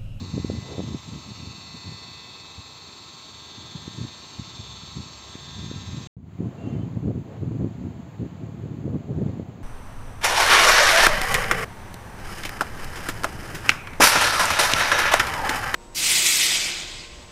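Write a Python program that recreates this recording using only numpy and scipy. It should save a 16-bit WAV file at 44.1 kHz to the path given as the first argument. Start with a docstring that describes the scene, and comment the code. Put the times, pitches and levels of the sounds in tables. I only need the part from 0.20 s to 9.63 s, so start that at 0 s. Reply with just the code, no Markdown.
"""A small electric vacuum pump buzzes on an open rooftop, heard through a hand-held phone.
Its motor hums and whines, and its vanes rattle in the casing. Wind pushes swirls of air (eddies)
against the microphone, making rumbles, pops and puffs. Near 5.9 s the phone is paused and the buzz
stops dead. The sound comes back away from the pump, with stronger wind, the wash of the town
fading in and one faint, far squeal."""
import sys
import numpy as np
from scipy import signal
from scipy.fft import rfft, irfft, next_fast_len
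from scipy.io import wavfile
from scipy.ndimage import uniform_filter1d, map_coordinates

SR = 44100
rng = np.random.default_rng(int(sys.argv[2]) if len(sys.argv) > 2 else 0)


def wav_record(signal):
    """Record a signal, one row per channel, as 16-bit PCM in the file named by sys.argv[1]."""
    frames = np.transpose(np.atleast_2d(signal))
    bounded = np.clip(frames, -1, 1)
    # unit amplitude maps onto the largest positive 16-bit level
    quanta = np.round(bounded * 32767).astype(np.int16)
    wavfile.write(sys.argv[1], SR, quanta)


N = 415863
TIME = np.arange(N) / SR
PAUSE_S, RESUME_S = 5.873, 5.967
HUM_HZ = 100.2


def gain_of(db):
    """Turns decibels into a factor to multiply a sound by."""
    return 10 ** (np.asarray(db) / 20)


def evened(x):
    """Scales x so that its average size (rms) is 1."""
    return x / np.sqrt(np.mean(x ** 2) + 1e-20)


def follow(rows):
    """Joins rows of (t/s, value) with straight lines."""
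    return np.interp(TIME, *np.transpose(rows))


def bell(offset, width):
    """A smooth hump of height 1."""
    return np.exp(-2 * (offset / width) ** 2)


def drift(rate):
    """A smooth random wobble of rms 1, heading for a new value `rate` times a second."""
    targets = rng.standard_normal(4096)
    coarse = TIME[::32]
    curve = map_coordinates(targets, [coarse * rate], order=3, mode="wrap")
    return evened(np.interp(TIME, coarse, curve))


def shaped(x, colour, resonances=()):
    """Filters x by a colour (f/Hz, level/dB) and by resonances (f/Hz, width/Hz, gain/dB)."""
    size = next_fast_len(len(x))
    hz = np.fft.rfftfreq(size, 1 / SR)
    colour_hz, colour_db = np.transpose(colour)
    db = np.interp(np.log(hz + 1), np.log(colour_hz + 1), colour_db)
    db += sum(peak / (1 + (2 * (hz - f) / width) ** 2) for f, width, peak in resonances)
    return irfft(rfft(x, size) * gain_of(db), size)[:len(x)]


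def coloured(x, colour, resonances=()):
    """Shapes x, then scales it to rms 1."""
    return evened(shaped(x, colour, resonances))


def treble_above(x, hz, order):
    """Keeps what lies above hz; a higher order cuts more sharply."""
    return signal.sosfilt(signal.butter(order, hz, "high", fs=SR, output="sos"), x)


def tone(cycles, db):
    """A pure tone with this rms level, starting anywhere in its cycle."""
    return np.sqrt(2) * gain_of(db) * np.sin(2 * np.pi * (cycles + rng.random()))


def standing_waves(t, hz, width_hz=340):
    """Gain in dB, by time and frequency, as the phone drifts through loud and dead spots."""
    # spots the phone passes: t/s, length/s, f/Hz, gain/dB
    spots = [(0.43, 0.51, 2004, 9), (1.83, .6, 2004, 10), (1.35, 0.44, 2605, 7), (2.12, 0.81, 2550, 9.5),
             (3.73, 0.61, 1780, 9), (5.39, 0.7, 1780, 9.5), (0.11, 0.5, 3250, -13), (0.61, .25, 3550, 4),
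             (1.3, 0.6, 3320, -11), (2, 0.48, 3500, 7), (2.14, 1.2, 2950, -9), (3.44, 0.56, 3450, 11),
             (4.49, 0.32, 3500, 10), (5.34, 0.37, 3490, 10), (0.72, .35, 4350, -12), (1.7, 0.57, 4450, 2),
             (3.5, 0.49, 4480, -4), (4.1, 0.13, 3550, -5.5), (4.97, 0.15, 3700, -5), (5.07, .2, 4450, -6),
             (5.84, .5, 4380, -14), (2.13, 1.2, 6350, -12.5), (3, 1.2, 5440, -9)]
    return sum(db * bell(t - at, length) * bell(hz - f, width_hz) for at, length, f, db in spots)


def motor(clock, shaft_angle, wander_db=1.75, lift_db=0.04):
    """Magnetic buzz and whining tones; each wanders and flutters, the high ones more."""
    # magnetic buzz: multiple of the hum, level/dB
    buzz = [(8, -66), (9, -67), (16, -68.5), (18, -70.5), (20, -67), (26, -64), (27, -70.5), (28, -68),
            (30, -64.5), (32, -66), (34, -62), (35, -73), (36, -55), (37, -77), (38, -59), (39, -71),
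            (40, -65)]
    # whine of the rotor's slots and vanes: f/Hz, level/dB
    whine = [(883, -65.5), (983, -62), (1021, -64.5), (1083, -59), (1183, -64), (3935, -77), (3984, -61),
             (4191, -56), (4425, -53), (4589, -61.5), (4689, -67), (5435, -67.5), (6430, -60.5)]
    flutter_cycles, swing_cycles, throb = .05, .07, .17
    coarse = TIME[::256]
    out = np.zeros(N)
    for hz, db in [(multiple * HUM_HZ, db) for multiple, db in buzz] + list(whine):
        swell_db = np.interp(TIME, coarse, standing_waves(coarse, hz))
        swell_db += wander_db * min(hz / 3000, 1) * drift(2.634)
        highness = min(hz / 4000, 1)
        flutter = flutter_cycles * drift(45)
        # the load swings once per turn of the shaft, so pitch and level throb
        swing = swing_cycles * np.sin(shaft_angle + 2 * np.pi * rng.random())
        pulsing = 1 + throb * highness * np.cos(shaft_angle)
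        out += pulsing * tone(hz * clock + highness * (flutter + swing), db + lift_db + swell_db)
    return out


def reflected(x, echo=0.15, sway_s=.00012, delays_s=(.0029, .0047, .0083)):
    """Adds echoes off the concrete and a metal cabinet; their delays shift as the hand sways."""
    echoes = sum(np.interp(TIME - delay + sway_s * drift(1.206), TIME, x) for delay in delays_s)
    return x + echo * echoes


def through_spots(x, depth=0.28):
    """Noise meets the same standing waves as the tones, but rises and sinks less."""
    hz, t, spectrum = signal.stft(x, SR, nperseg=1024)
    gain = gain_of(depth * standing_waves(t, hz[:, None]))
    return signal.istft(spectrum * gain, SR)[1][:N]


def rattle(clock, shaft_angle, pull=.3, throb=.07, repeat=0.75):
    """Vanes scrape in the casing, pulsed by the motor's pull and by each turn of the shaft."""
    # strength of the rattle: t/s, level/dB
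    loudness = [(0, -47), (.25, -46), (.8, -46.5), (1.3, -46), (2.7, -46.5), (4.3, -45), (5.85, -45)]
    # its broad colour: f/Hz, level/dB
    colour = [(60, -8), (300, 0), (600, -6.5), (1000, -5), (1550, -12), (1900, -13), (2450, -5),
              (2950, -11), (3900, 0), (4650, -4), (4900, -12.5), (7550, -10.5), (7750, -25.5), (8450, -27)]
    # the casing's resonances and dips: f/Hz, width/Hz, gain/dB
    resonances = [(1307, 96, 8), (5050, 120, 5), (5330, 120, -3.5), (5520, 190, 7), (5880, 170, -4.5),
                  (6150, 150, 4.5), (6360, 110, 10), (6980, 110, -2.5), (7510, 250, 5), (8220, 37, 12.5)]
    hum_cycles = HUM_HZ * clock
    pulsing = 1 + pull * np.cos(4 * np.pi * hum_cycles) + throb * np.cos(shaft_angle)
    # part of the scraping repeats with every cycle of the hum, making faint high tones
    size = round(SR / HUM_HZ)
    phases = 2 * np.pi * rng.random(size // 2 + 1)
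    one_cycle = evened(irfft(np.exp(1j * phases), size))
    looped = map_coordinates(one_cycle, [hum_cycles % 1 * size], order=3, mode="grid-wrap")
    scrape = pulsing * (rng.standard_normal(N) + repeat * treble_above(looped, 5080, order=6))
    ringing = coloured(reflected(scrape), colour, resonances)
    return gain_of(follow(loudness)) * through_spots(ringing)


def pump(shaft_hz=19.05, wobble_s=.00005):
    """Motor and vanes share one slightly unsteady speed."""
    clock = TIME + wobble_s * drift(5)
    shaft_angle = 2 * np.pi * shaft_hz * clock
    return motor(clock, shaft_angle) + rattle(clock, shaft_angle)


def wind_level(rise_s=.015, fall_s=.015):
    """Strength of the wind in dB: each gust rises, holds and dies away on top of the breeze."""
    # light air that never stops: t/s, level/dB
    breeze = [(0.0, -37.5), (0.7, -40.5), (0.82, -50.0), (1.25, -46.0), (1.9, -52.0), (3.0, -56.5),
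              (3.75, -45.0), (4.1, -54.0), (4.35, -45.0), (5.1, -47.0), (5.8, -37.0), (6.0, -41.5),
              (6.75, -36.0), (7.1, -39.5), (7.7, -36.0), (7.92, -42.5), (8.6, -34.0), (9.43, -41.5)]
    # gusts that hit the microphone: start/s, hold/s, level/dB
    gusts = [(0.0, 0.036, -32.0), (0.126, 0.068, -27.0), (0.282, 0.11, -28.5), (0.554, 0.21, -32.5),
             (0.857, 0.12, -37.5), (1.048, 0.075, -38.5), (1.177, 0.12, -38.0), (1.534, 0.016, -40.5),
             (1.652, 0.084, -38.0), (2.372, 0.014, -35.5), (3.373, 0.015, -40.5), (3.546, 0.019, -36.5),
             (3.769, 0.09, -32.5), (4.185, 0.014, -26.0), (4.382, 0.023, -36.5), (4.486, 0.03, -40.0),
             (4.746, 0.058, -34.5), (5.347, 0.242, -37.5), (5.666, 0.12, -35.0), (6.173, 0.11, -28.5),
             (6.429, 0.25, -29.5), (6.747, 0.036, -28.0), (6.822, 0.09, -25.5), (6.936, 0.069, -29.0),
             (7.186, 0.186, -28.5), (7.384, 0.075, -25.0), (7.573, 0.1, -30.5), (7.84, 0.019, -33.0),
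             (7.985, 0.069, -27), (8.198, 0.094, -34.5), (8.421, 0.1, -37.5), (8.633, 0.12, -28.0),
             (8.879, 0.049, -28), (8.941, 0.16, -26.5), (9.118, 0.109, -32.5), (9.386, 0.024, -31)]
    power = gain_of(follow(breeze)) ** 2
    for start, hold, db in gusts:
        age = TIME - start
        rise = np.clip(age / rise_s, 0, 1)
        fall = np.exp(-np.clip(age - hold, 0, 1) / fall_s)
        power += (gain_of(db) * rise * fall) ** 2
    return 10 * np.log10(power)


def wind(strong_gust_db=-29, db_per_doubling=46, surge_db=1.5, lump_db=1.38, eddies_per_s=300):
    """A fixed pattern of eddies blows past the microphone: faster wind is louder and brighter."""
    # colour of the eddies in a strong gust: f/Hz, level/dB
    colour = [(30, -7.5), (110, 5), (210, -0.5), (320, -7), (500, -19.5), (800, -32.5), (1500, -51),
              (9000, -78)]
    # the phone's angle to the wind makes eddies finer or coarser: t/s, frequency factor
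    facing = [(.3, 0.89), (1.3, 1.06), (3.8, 1.045), (4.2, 0.74), (5.7, 0.87), (6.3, 1.07), (7.3, .97),
              (7.9, 1.147), (8.8, 1.12)]
    level_db = wind_level() + surge_db * drift(25)
    roughness_db = lump_db * drift(70)
    speed = follow(facing) * 2 ** ((level_db + roughness_db - strong_gust_db) / db_per_doubling)
    # separate eddies, each one bump of pressure, ride on finely churning air
    eddies = evened(rng.standard_normal(N) * (rng.random(N) < eddies_per_s / SR))
    pattern = coloured(eddies + 0.67 * rng.standard_normal(N), colour)
    passing = map_coordinates(pattern, [np.cumsum(speed)], order=3, mode="wrap")
    pressure = gain_of(roughness_db) * passing
    # even it out over 50 ms, so that level_db sets the loudness
    local_rms = np.sqrt(abs(uniform_filter1d(pressure ** 2, size=2200)) + 1e-9)
    return gain_of(level_db) * pressure / local_rms


def pops():
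    """Each hard eddy is one push and pull of pressure."""
    # hard eddies: t/s, peak level/dB, f/Hz
    hard_eddies = [(0.18, -16.5, 237), (0.248, -15.5, 195), (.301, -16, 300), (.583, -22.5, 326),
                   (.594, -19.5, 282), (.604, -23.5, 380), (.747, -22, 200), (3.68, -24, 184.7),
                   (4.199, -26, 129), (5.155, -29, 217.2), (5.515, -24, 241.2), (6.206, -20, 200),
                   (6.882, -18.5, 228.1), (6.907, -22, 296), (7.234, -19.5, 218), (7.409, -24.5, 202),
                   (7.446, -19.5, 179), (8.68, -21, 260.7), (9.023, -19, 189), (9.198, -20.5, 264)]
    out = np.zeros(N)
    for at, db, hz in hard_eddies:
        middle = round(at * SR)
        near = slice(max(middle - SR // 20, 0), middle + SR // 20)
        angle = 2 * np.pi * hz * (TIME[near] - at)
        out[near] -= gain_of(db) * angle * np.exp((1 - angle ** 2) / 2)
    return out


def puffs():
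    """Short, brighter rushes of air graze the microphone's opening."""
    # rushes of air: t/s, length/s, level/dB
    rushes = [(0.515, 0.1, -40.5), (6.491, 0.31, -44.5), (7.145, 0.13, -42.5), (9.1, 0.77, -50)]
    # their colour: f/Hz, level/dB
    colour = [(100, 0), (400, 2.5), (750, -3.5), (1300, -19), (2500, -25.5), (6000, -42.5)]
    swell = sum(gain_of(db) * bell(TIME - at, length) for at, length, db in rushes)
    return swell * coloured(rng.standard_normal(N), colour)


def town(lift_db=8):
    """The distant town blurs into a wash of noise with a faint, steady drone."""
    # strength of the wash before the lift: t/s, level/dB
    loudness = [(5.98, -79), (6.12, -64), (6.25, -60.5), (6.48, -58), (6.95, -61.5), (7.55, -59.5),
                (8.1, -59.5), (8.9, -61), (9.1, -57.5), (9.25, -61)]
    # its colour: f/Hz, level/dB
    colour = [(60, -15.5), (300, 2.5), (1000, 0.5), (1500, -7), (2400, -9.5), (3500, -14), (4600, -16.5),
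              (5000, -25), (5900, -25.5), (6400, -15.5), (7400, -16), (8000, -34), (8600, -27.5)]
    # the drone, a narrow peak in the wash: f/Hz, width/Hz, gain/dB
    drone = [(674, 18, 10)]
    return gain_of(follow(loudness) + lift_db) * coloured(rng.standard_normal(N), colour, drone)


def squeal(waver=.011, flicker_db=3, fade_s=.02):
    """A far squeal, perhaps a brake: a few high tones that waver and flicker."""
    # tones of the squeal: start/s, end/s, f/Hz, level/dB
    tones = [(6.37, 6.567, 2765, -60), (6.445, 6.67, 3064, -65.5), (6.48, 6.6, 2090, -64),
             (6.46, 6.53, 6280, -70)]
    out = np.zeros(N)
    for start, end, hz, db in tones:
        fade = np.clip(np.minimum(TIME - start, end - TIME) / fade_s, 0, 1)
        pitch_hz = hz * (1 + waver * drift(160))
        out += fade * tone(np.cumsum(pitch_hz) / SR, db + flicker_db * drift(60))
    return out


def scene():
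    """The pump before the pause, the town and the squeal after it, wind throughout."""
    air = wind() + pops() + puffs()
    return (air + np.where(TIME < PAUSE_S, pump(), town() + squeal()))[None]


def record(dry, hiss_before_db=-75, hiss_after_db=-80, hiss_fade_s=.22, top_hz=15700):
    """The phone cuts deep bass and high treble, adds a thin hiss, and is silent while paused."""
    # how well the microphone hears each frequency: f/Hz, gain/dB
    microphone = [(30, -26.5), (40, -18), (50, -15.5), (70, -2.5), (100, 1), (8300, -0.5), (8800, -15.5),
                  (10500, -25.5), (12000, -39.5)]
    # colour of the hiss: f/Hz, level/dB
    hiss_colour = [(11800, -4.0), (14500, -0.5), (16000, -1.5), (17000, -27.0)]
    hiss = coloured(treble_above(rng.standard_normal(N), 11800, order=16), hiss_colour)
    fade_in = np.clip((TIME - RESUME_S) / hiss_fade_s, 0, 1)
    hiss_gain = np.where(TIME < PAUSE_S, gain_of(hiss_before_db), gain_of(hiss_after_db) * fade_in)
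    heard = shaped(dry[0], microphone) + hiss_gain * hiss
    running = uniform_filter1d(1. * ((TIME < PAUSE_S) | (TIME > RESUME_S)), size=40)
    treble_cut = signal.firwin(511, top_hz, window=("kaiser", 9), fs=SR)
    return signal.oaconvolve(heard * running, treble_cut, "same")[None]


dry = scene()
out = record(dry)
wav_record(out)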